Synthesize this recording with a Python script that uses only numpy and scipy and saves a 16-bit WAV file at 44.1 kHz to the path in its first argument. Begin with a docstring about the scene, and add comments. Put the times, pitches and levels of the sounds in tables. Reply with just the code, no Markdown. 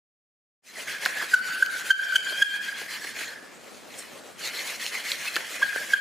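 """Rhythmic hissing and grinding fade in from silence, over soft outdoor air: a hand drill, its wooden
spindle twirled between two palms on a fire board on a concrete floor. Sliding friction hisses on the skin
and drives the resonances of spindle and board. Stick-slip makes the tip squeal, and chirp loudly where it
grabs; splinters snap, the spindle knocks, and hard strokes whistle. Midway the strokes turn light
while the hands slide back to the top of the spindle; then the drilling resumes."""
import sys
import numpy as np
from scipy import signal
from scipy.fft import rfft, irfft, next_fast_len
from scipy.io import wavfile
from scipy.ndimage import uniform_filter1d, minimum_filter1d, map_coordinates

SR = 44100
rng = np.random.default_rng(int(sys.argv[2]) if len(sys.argv) > 2 else 0)


def unload_audio(sound):
    """Save the sound as a 16-bit wav file, at the path given as the first command line argument."""
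    columns = np.transpose(np.atleast_2d(sound))
    # keep every value between -1 and 1, then stretch to whole-number steps
    steps = np.round(np.clip(columns, -1, 1) * 32767)
    wavfile.write(sys.argv[1], SR, steps.astype(np.int16))


N = 264728

# spectra of outdoor air, skin on wood, a splinter and a sliding hand: f/Hz, relative density/dB
AIR_SPECTRUM = [(25, -38), (70, -17), (130, -6), (240, 0), (400, -5.5), (580, -2.5), (950, -9),
                (1400, -6.5), (3000, -15), (6000, -20), (15000, -50)]
SKIN_SPECTRUM = [(200, -26), (900, -19), (2000, 2.5), (3100, 2.5), (3700, -0.5), (4400, 2.5), (5900, -3.5),
                 (6600, 1.5), (8500, -5.5), (10300, -2), (12000, -9.5), (15000, -11)]
SPLINTER_SPECTRUM = [(300, -9), (1500, -4), (3000, 16), (4500, 12.5), (7000, -4.5), (11000, -9),
                     (15000, -5)]
SWISH_SPECTRUM = [(2000, -30), (5000, -6), (7500, 4), (10500, -3), (15000, -11)]
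# likeness of the two channels for air and for rubbing: f/Hz, left-right correlation
AIR_CORRELATION = [(40, -0.068), (130, -0.6), (300, 0.22), (700, 0.34), (2000, 0.68), (10000, 0.62)]
RUB_CORRELATION = [(150, 0.27), (500, 0.38), (1500, 0.93), (4000, 0.83), (8000, 0.9), (14000, 0.7)]
# sweeps of the palms, about 7 a second, light during the regrip (3.3-4.3 s):
# start t/s, duration/s, fastest point/fraction, skin level/dB, grinding level/dB, board level/dB
PALM_STROKES = [(0.649, 0.068, 0.26, -42, -44.5, -63), (0.742, 0.12, 0.47, -41, -37.5, -48),
                (0.879, 0.12, 0.2, -38, -36.5, -48), (1.016, 0.11, 0.45, -35.5, -31.5, -42.5),
                (1.134, 0.14, .45, -37.5, -33.5, -44.5), (1.291, .11, 0.28, -38, -39, -52.5),
                (1.421, 0.15, 0.58, -39.5, -37.5, -51.5), (1.582, 0.11, 0.27, -38, -40, -54),
                (1.699, 0.12, 0.75, -38.5, -36.5, -52.5), (1.841, .12, 0.68, -35.5, -38, -47.5),
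                (1.98, 0.12, 0.25, -37.5, -36.5, -44), (2.1, 0.1, 0.98, -36.5, -38, -46.5),
                (2.229, 0.14, 0.28, -38.5, -39, -48), (2.359, 0.13, 0.5, -37.5, -36, -48.5),
                (2.486, 0.1, 0.5, -40, -35.5, -60), (2.61, 0.11, 0.62, -41, -37.5, -72),
                (2.743, 0.13, 0.46, -42.5, -37, -56), (2.893, 0.1, 0.4, -39.5, -34, -69),
                (3.013, .12, 0.31, -41, -37, -53), (3.151, 0.1, 0.6, -38, -34.5, -50.5),
                (3.261, 0.087, .3, -46, -40.5, -51.5), (3.34, 0.33, 0.1, -59, -56, -51),
                (3.605, 0.6, 0.15, -54.5, -66, -51.5), (3.878, 0.27, 0.37, -51, -46, -51),
                (4.083, 0.11, 0.84, -51.5, -55, -47.5), (4.2, 0.15, 0.57, -54, -74, -50),
                (4.395, 0.11, 0.69, -37, -36, -45), (4.516, 0.17, 0.43, -39, -34, -45.5),
                (4.658, 0.12, 0.42, -36.5, -35, -44), (4.799, 0.1, 0.46, -35, -34, -49),
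                (4.917, 0.11, 0.39, -38, -33, -46.5), (5.05, 0.11, 0.37, -34.5, -33, -45.5),
                (5.163, 0.14, 0.64, -38.5, -33, -54.5), (5.326, 0.13, 0.22, -40, -34, -45),
                (5.454, 0.12, 0.77, -39.5, -34, -49), (5.594, 0.17, 0.19, -42, -35.5, -48.5),
                (5.725, .14, 0.57, -37.5, -34, -47), (5.884, 0.1, 0.56, -36, -34, -46.5)]
# resonances of the spindle, of the board, and the one that whistles: f/Hz, bandwidth/Hz, gain/dB
SPINDLE_MODES = [(1230, 48, -30), (1800, 300, 4.5), (2072, 320, 8), (2423, 150, 1), (2950, 88, 1.5),
                 (3264, 30, 5), (4146, 220, -2.5), (5390, 350, -10.5), (6040, 170, -18), (7530, 270, -51.5)]
BOARD_MODES = [(467, 140, -3.5), (577, 180, -1.5), (970, 1600, -12), (1670, 230, 38), (1780, 260, -2),
               (2430, 230, -11), (4240, 350, -18)]
WHISTLE_MODE = (4290, 200, 0)
# stick-slip of the tip, one list for each pass of the hands:
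# t/s, level/dB, f/Hz, relative octave level/dB, relative third partial level/dB, roughness (0-1)
SQUEAL_PASSES = [
    [(.87, -34.5, 1600, -5.5, -24, 0.72), (1.1, -36.5, 1681, -10, -23, 0.4),
     (1.22, -28.5, 1637, -12.5, -14, 0.8), (1.3, -42, 1644, -25, -17, 0.5),
     (1.37, -27.5, 1494, -17, -12, 0.4), (1.88, -30, 1540, -19, -24, 0.45),
     (1.98, -19.5, 1571, -15, -22, 0.26), (2.24, -28, 1567, -7.5, -14, 0.42),
     (2.5, -28.5, 1610, -3, -21, 0.14), (2.7, -34, 1628, -6, -13, 0.39), (2.87, -41, 1656, -14, -17, .35),
     (3.3, -39, 1662, -19, -16, 0.7), (3.52, -55, 1682, -13, -12, 0.34)],
    [(5.61, -30, 1644, -25, -29, 0.38), (5.78, -29, 1625, -21, -16, .4), (5.88, -37, 1630, -17, -18, 0.35),
     (6.0, -29.5, 1600, -1, -10, 0.4)],
]
# reverberation of the surroundings: f/Hz, T60/s
REVERB_TIMES = [(200, 0.1), (2000, 0.64), (10000, 0.054)]
# splinters breaking in the socket: t/s, peak level/dB
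SPLINTER_SNAPS = [(0.8814, -33), (1.0539, -10.5), (1.6624, -15.5), (2.9189, -40), (3.1866, -31),
                  (3.568, -39), (3.942, -30), (4.593, -18), (4.8182, -27), (4.8647, -11.5), (5.1183, -7),
                  (5.3583, -10), (5.3644, -12.5)]
# grabs of the tip: t/s, level/dB, f/Hz, glide/(Hz/s), rise/s, fall/s,
# relative overtone level/dB, relative scrape level/dB
TIP_GRABS = [(.884, -23.5, 2110, -20000, .002, 0.0017, -25, -29),
             (1.0611, -6, 1580, 0, 0.0012, 0.0012, -13, -28),
             (1.343, -3, 1508, -8000, 0.0051, 0.0056, -21.5, -22.5),
             (1.627, -2, 1563, -4000, 0.002, 0.006, -26, -26.5),
             (1.9074, 7, 1575, -1500, 0.0016, 0.011, -5, -25),
             (2.125, -17, 1524, 0, 0.0026, .0063, -14.5, -36),
             (2.161, -3.5, 1551, -1000, 0.0034, 0.0075, 4, -14.5),
             (2.426, 1.5, 1613, 1000, 0.0033, 0.0052, -1.5, -21.5),
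             (2.541, -19.5, 1647, 0, 0.0029, 0.021, -8, -35),
             (2.693, -25.5, 1623, 0, 0.015, 0.0096, -25, -30), (5.283, -24, 2600, 0, .008, .005, -17, -12),
             (5.621, -26, 1080, 19998, 0.0033, .006, 1, -12),
             (5.631, -10.5, 1640, 1000, 0.006, 0.006, -12.5, -32),
             (5.693, -27, 1663, 0, .002, 0.013, -9, -16), (5.938, 1, 1611, -1500, 0.0022, 0.0055, -11, -25)]
# overtones of a chirp: harmonic number, level/dB relative to the grab's overtone level
GRAB_HARMONICS = [(2, -3.5), (3, -21.5), (4, -22), (5, -47)]
# impacts of the spindle on the socket wall: t/s, knock peak level/dB, thud peak level/dB
WALL_IMPACTS = [(1.060, -11.5, -12.5), (1.225, -22.5, -30), (2.322, -26, -30), (2.816, -35, -29.5),
                (3.046, -23, -31), (3.213, -29, -29), (5.3618, -40, -26), (5.3647, -13, -24),
                (5.626, -31, -33), (5.76, -24, -21)]
# whistles of hard-pressed strokes: t/s, level/dB
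WHISTLE_SWELLS = [(2.94, -46), (3.06, -43), (3.205, -44), (4.458, -34), (4.585, -37.5), (4.86, -42),
                  (4.96, -42.5), (5.1, -42)]
# a hand sliding up the spindle: t/s, level/dB
HAND_SLIDE = [(3.95, -60), (3.978, -47), (3.992, -36.5), (4.01, -47), (4.05, -58)]
# opening fade: t/s, gain
FADE_IN = [(0, 0), (.62, 0), (.7, .4), (.8, 1)]

SKIN_LAW, GRIND_LAW, BOARD_LAW, SQUEAL_LAW = 0.82, 0.78, 0.86, 0.54  # amplitude follows speed ** law
SHAKE, WAVER, DRIFT = 0.00555, .008, .009  # fast, medium and slow fractional changes of the squeal's pitch


def amp(db):
    """Amplitude ratio of a level in decibels."""
    return 10 ** (np.asarray(db) / 20)


def unit(x):
    """Normalisation to rms 1."""
    return x / np.sqrt(np.mean(np.abs(x) ** 2) + 1e-20)


def along(points, hz):
    """Interpolation of (f/Hz, value) points on a logarithmic frequency axis."""
    f, v = np.transpose(points)
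    return np.interp(np.log(hz + 1), np.log(f + 1), v)


def curves(rows):
    """Linear interpolation in time: one value per sample for each column after the first."""
    times, *columns = np.transpose(rows)
    return [np.interp(np.arange(N) / SR, times, column) for column in columns]


def wobble(rate, size=N):
    """Smooth random modulation: a spline through rate knots a second."""
    knots = rng.standard_normal(size // 10)
    return map_coordinates(knots, [np.arange(size) * rate / SR], mode="wrap")


def filtered(x, response):
    """Linear filtering: the spectrum of x times a complex frequency response."""
    m = next_fast_len(N + SR // 2)
    return irfft(rfft(x, m) * response(np.fft.rfftfreq(m, 1 / SR)), m)[..., :N]


def body(modes, hz):
    """Modal superposition: damped resonances add, with notches between them."""
    return sum(amp(db) * 1j * hz * width / (f * f - hz * hz + 1j * hz * width) for f, width, db in modes)


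def rush(colour, patchy_db, grain_db, correlation=RUB_CORRELATION):
    """Modulated stereo noise of rms 1: grains of random size, coloured, in drifting spectral patches."""
    grains = rng.standard_normal((2, N)) * amp(grain_db * wobble(1500))
    spectra = signal.stft(grains, nperseg=512)[2]
    patches = uniform_filter1d(rng.standard_normal(spectra.shape[1:]), size=4, axis=0)
    patches = uniform_filter1d(patches, size=7, axis=1)
    pair = signal.istft(spectra * amp(patchy_db * unit(patches)), nperseg=512)[1][:, :N]
    angle = lambda hz: np.arccos(np.clip(along(correlation, hz), -1, 1)) / 2
    mid, side = filtered(pair, lambda hz: colour(hz) * np.array([np.cos(angle(hz)), np.sin(angle(hz))]))
    return unit(np.array([mid + side, mid - side]))


def blows(rows, colour, t60):
    """Impact excitation: an impulse and decaying contact noise, coloured, for each (t/s, peak level/dB)."""
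    out, t = np.zeros(N + SR), np.arange(SR // 20) / SR
    lead = SR // 200
    for s, db in rows:
        push = rng.standard_normal(len(t)) * amp(-60 * t / t60)
        push[0] += 3
        hit = irfft(rfft(np.roll(push, lead)) * colour(np.fft.rfftfreq(len(t), 1 / SR)))
        out[round(s * SR) - lead:][:len(hit)] += amp(db) * hit / np.abs(hit).max()
    return out[:N]


def strokes(levels_db, law, overlap_s=0.02):
    """Power law of rubbing: gain follows the speed, which rises from rest and falls in every stroke."""
    t, power = np.arange(N) / SR, np.zeros(N)
    for (start, length, fastest, *_), db in zip(PALM_STROKES, levels_db):
        marks = [start - overlap_s, start + length * fastest, start + length + overlap_s]
        moving = (t > marks[0]) & (t < marks[-1])
        speed = np.abs(np.sin(np.interp(t[moving], marks, [0, np.pi / 2, np.pi])))
        power[moving] += (amp(db) * speed ** law) ** 2
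    return np.sqrt(power)


def singing():
    """Friction regime: 1 while the tip sticks and slips, 0 while it only slides."""
    t = np.arange(N) / SR
    inside = sum((t > rows[0][0]) & (t < rows[-1][0]) for rows in SQUEAL_PASSES)
    return uniform_filter1d(inside.astype(float), size=400)


def scraping(takeover_db=-34):
    """Share of rough friction: it shrinks as the squeal grows, to one half at takeover_db."""
    level_db = curves(np.vstack(SQUEAL_PASSES))[0]
    return 1 / (1 + singing() * amp(level_db - takeover_db) ** 2)


def outdoor_air():
    """Ambient noise: a soft, partly correlated wash, slightly stronger on the left."""
    wash = rush(lambda hz: amp(along(AIR_SPECTRUM, hz)), patchy_db=1.5, grain_db=2.5,
                correlation=AIR_CORRELATION)
    return amp(-49) * wash * amp([[.9], [-.9]])


def palms():
    """Sliding friction: dry skin hisses, and the spindle's upper modes rasp while the tip runs rough."""
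    *_, skin_db, _, _ = np.transpose(PALM_STROKES)
    hiss = rush(lambda hz: amp(along(SKIN_SPECTRUM, hz)), patchy_db=4, grain_db=1.5)
    rasp = rush(lambda hz: body(SPINDLE_MODES[6:], hz), patchy_db=6, grain_db=3.5)
    return strokes(skin_db, SKIN_LAW) * amp(1.6 * wobble(45)) * (hiss + amp(-6.5) * scraping() * rasp)


def socket():
    """Forced vibration: charred grit grinds under the tip, so the spindle rings and the board thrums."""
    *_, grind_db, board_db = np.transpose(PALM_STROKES)
    grit_gain = amp(-2.5 * (1.5 - scraping()) + 1.67 * wobble(120))  # a singing tip grinds less
    grit = grit_gain * rush(lambda hz: body(SPINDLE_MODES, hz), patchy_db=3.5, grain_db=2)
    thrum = amp(2.6 * wobble(50)) * rush(lambda hz: body(BOARD_MODES[:3], hz), patchy_db=2.5, grain_db=.5)
    return strokes(grind_db, GRIND_LAW) * grit + strokes(board_db, BOARD_LAW) * thrum * amp([[.6], [-.6]])


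def squeal(flutter_db=3.5):
    """Stick-slip oscillation: the tip's pitch shakes with the grit, and its level sags at each reversal."""
    level_db, pitch, octave_db, third_db, rough = curves(np.vstack(SQUEAL_PASSES))
    unsteady = 1 + SHAKE * wobble(400) + WAVER * wobble(60) + DRIFT * wobble(14)
    phase = 2 * np.pi * np.cumsum(pitch * unsteady) / SR

    def partial(order):
        """Random modulation: grit jolts the phase and amplitude of each partial."""
        jolt = 2.13 * rough * order ** .5 * wobble(330)
        return np.sin(order * phase + jolt) * unit(amp(flutter_db * wobble(110)))

    tone = partial(1) + amp(octave_db) * partial(2) + amp(third_db) * partial(3)
    # period doubling: under hard pressure strong and weak slips alternate
    halfway = amp(octave_db - 6) * partial(3 / 2)
    drive = strokes(np.zeros(len(PALM_STROKES)), SQUEAL_LAW)
    return amp(level_db) * drive * singing() * (tone + halfway)


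def reflections(x):
    """Reverberation: floor and walls return a short, exponentially decaying tail, different at each ear."""
    hz, t, spectra = signal.stft(rng.standard_normal((2, SR // 2)), SR, nperseg=256)
    decay = amp(-60 * t / along(REVERB_TIMES, hz)[:, None])
    tail = signal.istft(spectra * decay, SR, nperseg=256)[1]
    return signal.fftconvolve(x[None], tail / np.linalg.norm(tail[0]), axes=1)[:, :N]


def snaps():
    """Brittle fracture: splinters break in the socket with brief, bright clicks."""
    return blows(SPLINTER_SNAPS, lambda hz: amp(along(SPLINTER_SPECTRUM, hz)), t60=.006)


def chirps():
    """Transient stick-slip: the tip grabs, and its tone swells for milliseconds and grows harmonics."""
    out, t = np.zeros(N + SR), np.arange(-SR // 20, SR // 20) / SR
    friction = rush(lambda hz: amp(along(SKIN_SPECTRUM, hz)), patchy_db=2.5, grain_db=2)[0]
    for s, db, hz, glide, rise, fall, overtone_db, scrape_db in TIP_GRABS:
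        start = round(s * SR) - len(t) // 2
        swell = np.exp(-np.abs(t / np.where(t < 0, rise, fall)) ** 1.43)
        phase = 2 * np.pi * (hz * t + glide * t * t / 2) + 0.39 * wobble(336.5, size=len(t))
        overtones = sum(amp(level) * np.sin(k * phase) for k, level in GRAB_HARMONICS)
        tone = np.sin(phase) + swell ** .5 * amp(overtone_db) * overtones
        scrape = amp(scrape_db) * np.roll(friction, -start)[:len(t)]
        out[start:][:len(t)] += amp(db) * swell * (tone + scrape)
    return out[:N]


def knocks():
    """Modal response to impact: the spindle hits the socket wall; high board modes knock, low ones thud."""
    times, knock_db, thud_db = np.transpose(WALL_IMPACTS)
    # the thuds carry little deep bass: below about 250 Hz they fall away steeply
    low_modes = lambda hz: body(BOARD_MODES[:3], hz) * (1j * hz / (1j * hz + 250)) ** 2
    raps = blows(zip(times, knock_db), lambda hz: body(BOARD_MODES[3:], hz), t60=0.028)
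    thuds = blows(zip(times, thud_db), low_modes, t60=0.034)
    return raps + thuds


def whistles(half_width_s=0.033):
    """Resonance: one narrow spindle mode, fed by the grinding, swells hoarsely in hard-pressed strokes."""
    t = np.arange(N) / SR
    swell = sum(amp(db) * np.exp(-((t - s) / half_width_s) ** 2) for s, db in WHISTLE_SWELLS)
    return swell * rush(lambda hz: body([WHISTLE_MODE], hz) ** 2, patchy_db=4, grain_db=3)


def regrip():
    """Light sliding friction: a high swish as one hand returns to the top."""
    level_db, = curves(HAND_SLIDE)
    return amp(level_db) * rush(lambda hz: amp(along(SWISH_SPECTRUM, hz)), patchy_db=5, grain_db=1.5)


def scene():
    """Superposition: the tip's sounds and their faint reflections add to the rubbing and the air."""
    tip = squeal() + snaps() + chirps() + knocks()
    return outdoor_air() + palms() + socket() + tip + amp(-15) * reflections(tip) + whistles() + regrip()


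def limiter(x, ceiling_db, release_db_per_s):
    """Peak limiting: peaks push the gain down at once, and it recovers at a steady rate."""
    over_db = np.maximum(20 * np.log10(np.abs(x).max(axis=0) + 1e-9) - ceiling_db, 0)
    ramp = release_db_per_s * np.arange(N) / SR
    cut_db = np.maximum.accumulate(over_db + ramp) - ramp
    return x * uniform_filter1d(minimum_filter1d(amp(-cut_db), size=65), size=65)


def record(dry, bass_cut_hz=25, top_hz=15500):
    """Gain control and band limiting: limiter, fade-in, the microphone's bass roll-off, a treble cut."""
    fade, = curves(FADE_IN)
    held = fade * limiter(dry, ceiling_db=-6.5, release_db_per_s=66)
    thin = filtered(held, lambda hz: (1j * hz / (1j * hz + bass_cut_hz)) ** 2)
    return filtered(thin, lambda hz: amp(-120 * np.clip((hz - top_hz) / 500, 0, 2)))


dry = scene()
out = record(dry)
unload_audio(out)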